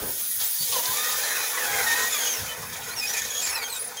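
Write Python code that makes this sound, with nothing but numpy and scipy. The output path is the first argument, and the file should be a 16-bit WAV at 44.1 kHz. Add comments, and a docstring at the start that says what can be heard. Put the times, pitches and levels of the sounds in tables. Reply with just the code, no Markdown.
"""A battery pack vents in a stone fireplace, heard from just outside the hearth.
Its jet of gas is turbulent noise coloured by the fireplace: a thin high fizz opens into a roaring
hiss, then sinks and sputters as the gas runs down. The torn vent spits, whistles and squeals in
short glides, and the close stone walls echo it all. Underneath, air buffets the microphone now
and then over a faint outdoor rumble."""
import sys
import numpy as np
from scipy import signal
from scipy.fft import rfft, irfft
from scipy.io import wavfile

SR = 44100
rng = np.random.default_rng(int(sys.argv[2]) if len(sys.argv) > 2 else 0)


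def pcm_store(signal):
    """Save signal as 16-bit PCM."""
    levels = np.round(np.clip(np.atleast_2d(signal), -1, 1) * 32767)
    wavfile.write(sys.argv[1], SR, levels.astype(np.int16).T)


N = 176400
TIME = np.arange(N) / SR


def amp(db):
    """Decibels to gain."""
    return 10 ** (np.asarray(db) / 20)


def unit_rms(x):
    """Scales a signal to rms 1."""
    return x / np.sqrt(np.mean(x ** 2) + 1e-20)


def wander(size, hz):
    """A smooth random modulator of rms 1, rolling off above hz."""
    padded = 2 ** int(np.ceil(np.log2(size + SR // 16)))
    f = np.fft.rfftfreq(padded, 1 / SR)
    spectrum = rfft(rng.standard_normal(padded)) / np.sqrt(1 + (f / hz) ** 4)
    return unit_rms(irfft(spectrum))[:size]


def noise_band(centre_hz, octaves):
    """Noise in a bell-shaped band."""
    f = np.fft.rfftfreq(N, 1 / SR) + 1
    bell = np.exp(-.5 * (np.log2(f / centre_hz) / octaves) ** 2)
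    return unit_rms(irfft(rfft(rng.standard_normal(N)) * bell, N))


def puff(start, db, attack_s, decay_s, centre_hz, octaves):
    """A burst of air: band noise with a linear attack and an exponential decay."""
    t = TIME - start
    envelope = np.clip(t / attack_s, 0, 1) * np.exp(-np.maximum(t - attack_s, 0) / decay_s)
    return amp(db) * envelope * noise_band(centre_hz, octaves)


# Where the fireplace rings. Each row: centre in Hz, width in Hz, an unused level in dB.
HEARTH_RESONANCES = [(490, 64, -4), (910, 29, -3), (1185, 55, -2), (1600, 1000, -1), (2180, 73, -5),
                     (2700, 77, -3), (3050, 42, -5), (3120, 76, -4), (3580, 89, 0), (4620, 76, -6),
                     (4900, 58, -4), (5320, 130, -4), (5820, 53, -2), (6400, 170, -2)]

def turbulence(colour, patch_db, patch_s, patch_hz):
    """Noise with an EQ curve, a 6 dB lift at the fireplace's resonances and drifting bright patches."""
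    hz, t, spectrogram = signal.stft(rng.standard_normal(N), SR, nperseg=1024, noverlap=768)
    blur = np.outer(signal.windows.gaussian(61, patch_hz / hz[1]),
                    signal.windows.gaussian(61, patch_s / t[1]))
    patches = unit_rms(signal.fftconvolve(rng.standard_normal(spectrogram.shape), blur, "same"))
    colour_hz, colour_db = np.transpose(colour)
    curve_db = np.interp(np.log(hz + 1), np.log(colour_hz), colour_db)
    low_cut_db = -40 * np.log10(np.maximum(colour_hz[0] / (hz + 1), 1))
    peaks = np.max([1 / (1 + (2 * (hz - f) / width) ** 2) for f, width, _ in HEARTH_RESONANCES], axis=0)
    notch_db = -2 * np.exp(-((hz - 2780) / 65) ** 2)
    eq_db = curve_db + low_cut_db + 6 * peaks + notch_db
    spectrogram *= amp(eq_db[:, None] + patch_db * patches)
    return unit_rms(signal.istft(spectrogram, nperseg=1024, noverlap=768)[1][:N])


# EQ of the outdoor rumble. 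Each row: frequency in Hz, relative level in dB.
RUMBLE_EQ = [(20, -26), (45, -4), (70, 18), (120, -8), (200, 4), (400, -14), (1200, -45)]
# Buffets of air. Each row: start in seconds, peak in dB, attack and decay in seconds, centre in Hz.
WIND_GUSTS = [(0, -36, 0.037, 0.066, 400), (.01, -37, 0.022, 0.044, 84.4), (0.598, -43, .012, 0.03, 127),
              (.69, -49, 0.012, 0.035, 96), (.88, -47, 0.016, 0.043, 109), (1.66, -47.5, 0.091, 0.14, 90),
              (2.37, -39, 0.06, 0.046, 109), (2.57, -46, 0.02, 0.34, 113), (3.2, -53, 0.035, .08, 90),
              (3.45, -57, .05, 0.29, 77.5)]

def wind():
    """Low gusts buffet the microphone over a faint, lumpy bed of rumble."""
    rumble = amp(-62) * turbulence(RUMBLE_EQ, patch_db=3.5, patch_s=.03, patch_hz=90)
    return rumble + sum(puff(*gust, octaves=.7) for gust in WIND_GUSTS)


# Early reflections off the nearest walls. Each row: delay in seconds, gain before the wet amount.
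WALL_ECHOES = [(.00125, 0.053), (.0021, .14), (.00275, 0.12), (.004, 0.21), (.0047, 0.16), (.0062, .12),
               (.0076, 0.088)]

def fireplace(source, wet, tail_db=-5.5, t60_s=.076):
    """Direct sound, echoes off the close stone walls, then a short reverb tail."""
    t = np.arange(SR // 4) / SR
    after_echoes = t > WALL_ECHOES[-1][0]
    response = rng.standard_normal(len(t)) * amp(-60 * t / t60_s) * after_echoes
    response *= wet * amp(tail_db) / np.linalg.norm(response)
    response[0] = 1
    for delay, gain in WALL_ECHOES:
        response[round(delay * SR)] += wet * gain
    return signal.fftconvolve(source, response / np.linalg.norm(response))[:N]


# Spits of gas. Each row: start in seconds, peak in dB, decay in seconds, centre in Hz.
GAS_SPURTS = [(.398, -31.5, 0.032, 4300), (0.721, -30.5, 0.063, 3700), (.853, -23.5, 0.0059, 5200),
              (2.755, -34, 0.0045, 1890), (2.82, -37.5, 0.0076, 3570), (3.916, -36, 0.0092, 1120),
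              (3.969, -29, 0.0016, 6240)]

def spurts(attack_s=.003):
    """The vent spits sharp bursts of noise as it clears."""
    return sum(puff(start, db, attack_s, decay_s, hz, octaves=.45)
               for start, db, decay_s, hz in GAS_SPURTS)


# Squeals of the vent. Each row: start and length in seconds, pitch in Hz at the start, middle and end,
# levels of harmonics 1 to 4 in dB before trim, roughness from 0 to 1.
VENT_WHISTLES = [(0.43, 0.05, 3720.0, 3850, 3790.0, -47, -38, -51, -38, 0.3),
                 (0.58, 0.07, 4460.0, 4550, 4650, -35, -49, -52, -70, 0.3),
                 (0.72, 0.09, 1180.0, 1020.0, 950.0, -36, -52, -46, -55, 0.4),
                 (0.83, 0.1, 990.0, 1000.0, 1030.0, -38, -59, -51, -56, 0.3),
                 (0.93, 0.24, 1160.0, 1230.0, 1210.0, -39, -50, -39, -47, 0.4),
                 (1.19, 0.28, 4200, 3980, 4020, -42, -55, -60, -70, 0.45),
                 (1.29, 0.09, 1960.0, 1840.0, 1820.0, -37, -52, -56, -60, 0.6),
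                 (1.35, 0.1, 2650.0, 2470.0, 2500.0, -39, -47, -52, -48, 0.5),
                 (1.52, 0.08, 1180, 1140, 1080, -39, -44, -52, -55, 0.5),
                 (1.57, 0.1, 1010.0, 880.0, 850.0, -39, -33, -44, -46, 0.7),
                 (1.67, 0.16, 830.0, 810.0, 790.0, -39, -35, -48, -45, 0.4),
                 (1.72, 0.12, 2150, 2040.0, 1990.0, -34, -52, -56, -60, 0.7),
                 (1.78, 0.29, 3990, 3950, 4000, -42, -55, -60, -70, 0.5),
                 (1.84, 0.21, 830, 960, 1040, -39, -48, -55, -58, 0.4),
                 (1.86, 0.085, 1875, 1840, 1840, -25, -38, -40, -42, 0.08),
                 (1.95, 0.14, 1850, 1875, 1895, -30, -48, -54, -53, 0.12),
                 (2.11, 0.08, 1300.0, 1230.0, 1110.0, -39, -39, -44, -47, 0.5),
                 (2.11, 0.18, 3480, 3320, 2920, -36, -33.5, -42, -56, 0.5),
                 (2.18, 0.06, 1720.0, 1630.0, 1550, -38, -45, -50, -45, 0.5),
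                 (2.23, 0.13, 3400, 3220, 3060, -40, -32, -57, -49, 0.4),
                 (2.33, 0.08, 2900, 2700, 2600, -44, -37, -57, -46, 0.7),
                 (2.48, 0.06, 3100.0, 3050, 3070.0, -39, -52, -67, -67, 0.15),
                 (2.9, 0.05, 4110.0, 4210.0, 4590.0, -42, -62, -64, -70, 0.4),
                 (2.96, 0.05, 2960.0, 2720.0, 2630.0, -46, -34, -45, -45, 0.4),
                 (2.98, 0.025, 2750, 2700, 2620, -48, -29, -50, -48, 0.4),
                 (3.01, 0.055, 2500.0, 2480, 2520.0, -33, -37, -44, -43, 0.25),
                 (3.065, 0.075, 2630.0, 2960.0, 2920.0, -59, -32, -50, -46, 0.4),
                 (3.13, 0.07, 2450.0, 2240.0, 2140.0, -50, -52, -39, -48, 1),
                 (3.13, 0.13, 3250, 3250, 3250, -46, -36, -48, -61, 1),
                 (3.135, 0.06, 2550, 2400, 2450, -37, -46, -55, -60, 0.9),
                 (3.215, 0.04, 1780.0, 1820, 1860.0, -35, -43, -47, -47, 0.5),
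                 (3.3, 0.11, 3350, 3320.0, 3330.0, -37, -32, -45, -51, 0.5),
                 (3.41, 0.105, 3700, 3500, 3330, -58, -36, -52, -56, 0.7),
                 (3.42, 0.09, 2550.0, 2400.0, 2160.0, -40, -42, -33, -46, 0.7),
                 (3.49, 0.065, 2650.0, 2680, 2740.0, -63, -39, -49, -36, 0.5),
                 (3.51, 0.06, 2750, 2700, 2650, -45, -40, -52, -55, 0.5),
                 (3.545, 0.05, 4200, 4050, 3950, -38, -48, -42, -70, 0.4),
                 (3.545, 0.1, 2700.0, 2420.0, 2180.0, -37, -38, -46, -47, 0.5),
                 (3.635, 0.04, 3330, 3200.0, 3210.0, -38, -36, -53, -58, 0.3),
                 (3.695, 0.09, 4350, 3940.0, 3720.0, -38, -38, -45, -70, 0.35),
                 (3.755, 0.035, 4260.0, 4360.0, 4450, -62, -41, -68, -70, 0.3),
                 (3.787, 0.043, 4830, 4880, 4870, -48, -32, -46, -70, 0.08),
                 (3.84, 0.022, 4900, 4900, 4880, -49, -33, -45, -70, 0.15),
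                 (3.868, 0.018, 4870, 4860, 4840, -49, -32, -45, -70, 0.12),
                 (3.968, 0.032, 3260.0, 3190, 3190.0, -37, -40, -49, -67, 0.12)]

def whistles(attack_s=.0085, release_s=.01):
    """The torn vent whistles in arcs; turbulence shakes the pitch, breaks up the tone and adds rasp."""
    out = np.zeros(N + SR)
    for start, length, first_hz, middle_hz, last_hz, *harmonics_db, roughness in VENT_WHISTLES:
        t = np.arange(0, length + release_s / 2, 1 / SR)
        n = len(t)
        glide_hz = np.polyval(np.polyfit([0, .5, 1], [first_hz, middle_hz, last_hz], 2), t / length)
        shake = .0272 * wander(n, hz=228) + .016 * wander(n, hz=45)  # fast jitter, slower wobble
        phase = 2 * np.pi * np.cumsum(glide_hz * (1 + roughness * shake)) / SR
        gate = np.clip(np.minimum(t / attack_s, (t[-1] - t) / release_s), 0, 1)
        shared_flutter = wander(n, hz=113)
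        flutter_db = .4 + 5 * roughness
        breakup = amp(5 * np.sqrt(roughness) * np.minimum(wander(n, hz=40), 1))
        for k, db in enumerate(harmonics_db, 1):
            flutter = (shared_flutter + wander(n, hz=113)) / np.sqrt(2)
            tone = amp(flutter_db * flutter) * np.sin(k * phase)
            rasp = .75 * roughness * wander(n, hz=380) * np.cos(k * phase)
            trim_db = .34 + .28 * k  # tilts slightly bright
            out[round(start * SR):][:n] += amp(db + trim_db) * gate * unit_rms(breakup * (tone + rasp))
    return out[:N]


# Fader rides for the jet's layers: top fizz, bright hiss, midrange roar, the fireplace's hollow body
# and the drone of its lowest mode. Each row: time in seconds, level in dB before trim.
FIZZ_FADER = [(0, -34), (0.1, -29), (0.3, -26.5), (0.7, -26.5), (1.15, -30), (1.3, -31), (1.8, -30.5),
              (2.28, -33.5), (2.55, -41.5), (2.9, -40), (3.1, -39.8), (3.28, -42.3), (3.5, -38.5),
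              (3.68, -40), (3.76, -41.8), (3.9, -45), (4, -51)]
HISS_FADER = [(0, -40), (0.15, -34.5), (0.38, -35.5), (0.42, -29.5), (0.52, -34), (0.69, -27.5),
              (0.75, -28.5), (1.22, -26.5), (1.35, -30), (1.7, -29), (1.95, -26), (2.3, -30), (2.44, -31.5),
              (2.56, -39), (2.69, -39.5), (2.74, -35.5), (2.8, -40.5), (2.84, -32.5), (2.95, -40.5),
              (3.02, -32.5), (3.17, -29.5), (3.28, -32.5), (3.35, -34), (3.48, -31), (3.58, -40.5),
              (3.67, -39.2), (3.75, -36.5), (3.82, -38.5), (3.94, -42.5), (4, -39.5)]
ROAR_FADER = [(0, -49), (0.05, -42.5), (0.17, -47), (0.38, -48.5), (0.42, -42), (0.52, -49.5),
              (0.69, -44.6), (0.75, -46), (0.9, -37), (1.02, -34.5), (1.35, -30.5), (1.53, -33),
              (1.62, -33), (1.9, -29), (2.1, -35.0), (2.35, -35), (2.56, -39.5), (2.84, -38.5),
              (3.08, -39.5), (3.16, -34), (3.29, -41), (3.43, -40.5), (3.55, -32), (3.7, -42), (3.9, -42.5),
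              (4, -45.4)]
HOLLOW_FADER = [(0, -37), (0.15, -56.5), (0.36, -71), (0.42, -45.5), (0.55, -63.5), (0.69, -49.5),
                (0.75, -37.5), (0.9, -43.6), (1.3, -45), (1.53, -51), (1.62, -42.5), (1.78, -37),
                (2.1, -42), (2.4, -44.7), (2.8, -47), (3.45, -47.5), (3.55, -44.5), (3.65, -47), (4, -49.5)]
DRONE_FADER = [(0, -9), (.55, -18), (.75, -11), (1.5, -27), (1.7, -4), (4, -13)]
# EQ curves of the four broad layers. Each row: frequency in Hz, relative level in dB.
FIZZ_EQ = [(4000, -30), (7500, -14.5), (9000, -5), (10600, 1.5), (12200, -2.5), (13800, -13.5),
           (14700, 7.5), (15700, 0)]
HISS_EQ = [(1500, -22), (2850, -6), (3250, -1), (4000, 1), (4400, -1.5), (5500, 0), (6600, 3.5), (7600, -1),
           (8600, -6), (10600, -2), (13000, -5)]
ROAR_EQ = [(400, -10.5), (800, -4), (1130, -7.5), (1500, -3.5), (1900, 0.5), (2080, -2.5), (2520, -0.5),
           (2720, -15.5), (4500, -30)]
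HOLLOW_EQ = [(100, -20), (190, -20.5), (245, -13.5), (300, -16.5), (400, -8), (490, -1.5), (590, -3.5),
             (800, -7), (1000, -5.5), (1500, -18)]

def gas_jet():
    """Escaping gas: five layers of noise share one sputter, which deepens as the pressure falls."""
    sputter = wander(N, hz=27.8) * np.interp(TIME, [2.2, 3.1], [.55, 1.2])

    def ride(fader, trim_db, sputter_depth):
        """A layer's gain: its fader ride, shaken by the sputter."""
        return amp(np.interp(TIME, *np.transpose(fader)) + trim_db + sputter_depth * sputter)

    fizz = turbulence(FIZZ_EQ, patch_db=2, patch_s=.017, patch_hz=200)
    hiss = turbulence(HISS_EQ, patch_db=1.5, patch_s=.028, patch_hz=83.4)
    roar = turbulence(ROAR_EQ, patch_db=3.5, patch_s=.022, patch_hz=48.5)
    hollow = turbulence(HOLLOW_EQ, patch_db=3.5, patch_s=.028, patch_hz=45)
    drone = noise_band(centre_hz=245.7, octaves=.043)
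    return (fizz * ride(FIZZ_FADER, trim_db=1.5, sputter_depth=.3)
            + hiss * ride(HISS_FADER, trim_db=-1.28, sputter_depth=1.82)
            + roar * ride(ROAR_FADER, trim_db=-1.5, sputter_depth=1.1)
            + hollow * ride(HOLLOW_FADER, trim_db=4.5, sputter_depth=1.5)
            + drone * ride(DRONE_FADER, trim_db=-55, sputter_depth=-2.2))  # ducks as the rest surge


def scene():
    """The venting pack in the fireplace, with the wind left dry; alike in both channels."""
    gas = fireplace(gas_jet() + spurts(), wet=.75)
    squeals = fireplace(whistles(), wet=.3)
    return np.tile(gas + squeals + wind(), (2, 1))


def record(dry):
    """A steep high cut at 15.8 kHz on the whole mix."""
    high_cut = signal.firwin(801, 15800, window=("kaiser", 9), fs=SR)
    return signal.oaconvolve(dry, high_cut[None], "same")


dry = scene()
out = record(dry)
pcm_store(out)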